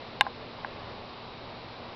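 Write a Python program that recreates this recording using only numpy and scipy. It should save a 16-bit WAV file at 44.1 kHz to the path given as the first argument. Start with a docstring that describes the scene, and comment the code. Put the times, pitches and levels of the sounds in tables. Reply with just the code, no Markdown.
"""Snowed-in parking area

From a porch, on a small hand-held camera. Right at the microphone, contacts ring the plastic case:
one sharp click that overloads the input, then a few soft ones. Far off lies the noise of a town,
which sits with a faint mains hum under the microphone's own hiss."""
import sys
import numpy as np
from scipy import signal
from scipy.fft import rfft, irfft
from scipy.io import wavfile
from scipy.ndimage import uniform_filter1d

SR = 44100
rng = np.random.default_rng(int(sys.argv[2]) if len(sys.argv) > 2 else 0)


def wav_out(sig):
    """Save sig, one row per channel (or a flat mono array), as 16-bit PCM at SR to the path in sys.argv[1]."""
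    wavfile.write(sys.argv[1], SR, np.round(np.clip(np.atleast_2d(sig).T, -1, 1) * 32767).astype(np.int16))


N = 85995

# contacts on the camera: t/s, gain/dB, cut-off f/Hz (lower is softer), share of the free ring time
CONTACTS = [(0.2098, 1, 9000, 1), (0.2502, -20, 1250, 1), (0.2660, -9.5, 1450, .7), (0.2735, -18, 1000, 1),
            (0.6468, -11, 1800, .55)]
# modes of the plastic case: f/Hz, relative level/dB, t60/s
CASE_MODES = [(835, -7, .036), (1040, -11.5, .045), (1635, -12, .025), (1830, -13.5, 0.011),
              (2109, -12, .015), (2442, -17.5, .017), (2754, -12, 0.015), (2918, -14.5, .015),
              (3594, -15, .019), (3740, -13.5, 0.013), (4180, -18.5, .012)]
# spectrum of the distant town: f/Hz, relative density/dB
TOWN_SPECTRUM = [(20, -6.5), (55, -6.5), (85, 1), (105, -3), (170, -2), (300, -3), (480, 0.5), (750, -1),
                 (1120, -3), (1500, -11.5), (2500, -19), (5000, -50)]
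# the town as it reaches the porch: t/s, level/dB
TOWN_ENVELOPE = [(0, -44), (.2, -45), (.43, -42.3), (.6, -43.7), (.9, -42.8), (1.06, -45), (1.4, -43.8),
                 (1.6, -45.2), (1.71, -43.5), (1.95, -44.3)]
# thin rush in the town's upper mids: t/s, level/dB
RUSH_ENVELOPE = [(0, -53), (.3, -67.5), (.45, -59), (.7, -58), (.92, -55.5), (1.05, -65), (1.3, -64),
                 (1.95, -62)]
# mains tones: f/Hz, level/dB
MAINS_TONES = [(116.5, -56), (240, -57)]
# self-noise of the microphone: f/Hz, relative density/dB
HISS_SPECTRUM = [(100, -0.5), (1500, -8), (2250, -0.5), (2900, -0.5), (3300, -2.5), (3900, 2.5), (4450, -3),
                 (5000, -6), (5500, -13), (6100, -33)]


def case_clicks(t):
    """At the microphone, each contact rings the case and nudges the camera; soft ones sound duller."""
    thump_db, thump_s = -32, .0003
    clicks = 0
    for start, db, cutoff_hz, ring_share in CONTACTS:
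        age = np.maximum(t - start, 0)
        ring = sum(undb(mode_db - 60 * age / (t60 * ring_share)) * np.sin(2 * np.pi * hz * age)
                   for hz, mode_db, t60 in CASE_MODES)
        thump = undb(thump_db) * age / thump_s * np.exp(1 - age / thump_s)
        click = cut(ring + 1e-18, 1150, "highpass") + thump
        clicks = clicks + undb(db) * cut(click + 1e-18, cutoff_hz, "lowpass", order=6)
    return cut(clicks, 3700, "lowpass", order=4)


def distant_town(t):
    """Far-off noise whose octaves swell together and flicker alone, with a thin rush above."""
    swell_db, flicker_db = .2, .7
    spectrum = rfft(noise(TOWN_SPECTRUM))
    octave = np.round(np.log2(np.clip(np.fft.rfftfreq(N, 1 / SR), 64, 2048)))
    bands = sum(irfft(spectrum * (octave == k), N) * undb(flicker_db * walk(11.95))
                for k in np.unique(octave))
    rush = level(cut(rng.standard_normal(N), (1500, 2980), "bandpass"), 0)
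    rush_db = np.interp(t, *np.array(RUSH_ENVELOPE).T)
    town_db = np.interp(t, *np.array(TOWN_ENVELOPE).T) + swell_db * walk(3.5)
    return level(bands, 0) * undb(town_db) + rush * undb(rush_db)


def mains_hum():
    """Two faint, low mains tones that waver in level and pitch."""
    waver_db, pitch_drift = -.5, .012
    hum = 0
    for hz, db in MAINS_TONES:
        phase = 2 * np.pi * np.cumsum(hz * (1 + pitch_drift * walk(9.93))) / SR
        hum = hum + level(np.sin(phase) * undb(waver_db * walk(8)), db)
    return hum


def microphone_hiss():
    """The small microphone's own steady noise floor."""
    return level(noise(HISS_SPECTRUM), db=-50)


def undb(db):
    """Decibels to gain."""
    return 10 ** (np.asarray(db) / 20)


def level(x, db):
    """Scale to an rms level."""
    return x * undb(db) / np.sqrt(np.mean(x ** 2))


def cut(x, hz, kind, order=2):
    """Butterworth filter."""
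    return signal.sosfilt(signal.butter(order, hz, kind, fs=SR, output="sos"), x)


def walk(rate_hz):
    """Smooth random drift with an rms of 1."""
    hold = int(SR / rate_hz)
    steps = np.repeat(rng.standard_normal(N // hold + 1), hold)
    return level(uniform_filter1d(uniform_filter1d(steps, hold), hold)[:N], 0)


def noise(points):
    """Noise with a spectrum through points of f/Hz, level/dB."""
    hz, db = np.array(points).T
    bin_hz = np.maximum(np.fft.rfftfreq(N, 1 / SR), 1)
    gain = undb(np.interp(np.log(bin_hz), np.log(hz), db))
    return irfft(rfft(rng.standard_normal(N)) * gain, N)


def scene():
    """The porch in mono: close clicks over town, hum and hiss, these three cut above 5900 Hz."""
    t = np.arange(N) / SR
    band_edge = signal.ellip(8, .3, 80, 5900, fs=SR, output="sos")
    background = signal.sosfilt(band_edge, distant_town(t) + mains_hum() + microphone_hiss())
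    return (case_clicks(t) + background)[None]


def record(dry):
    """The camera's input clips on the loudest click, a bright snap; the top rolls off and is cut."""
    overload, rolloff_hz, top_hz = .76, 14200, 16300
    clipped = np.clip(dry, -overload, overload)
    rounded = cut(clipped, rolloff_hz, "lowpass")
    return signal.sosfilt(signal.ellip(8, .2, 70, top_hz, fs=SR, output="sos"), rounded)


dry = scene()
out = record(dry)
wav_out(out)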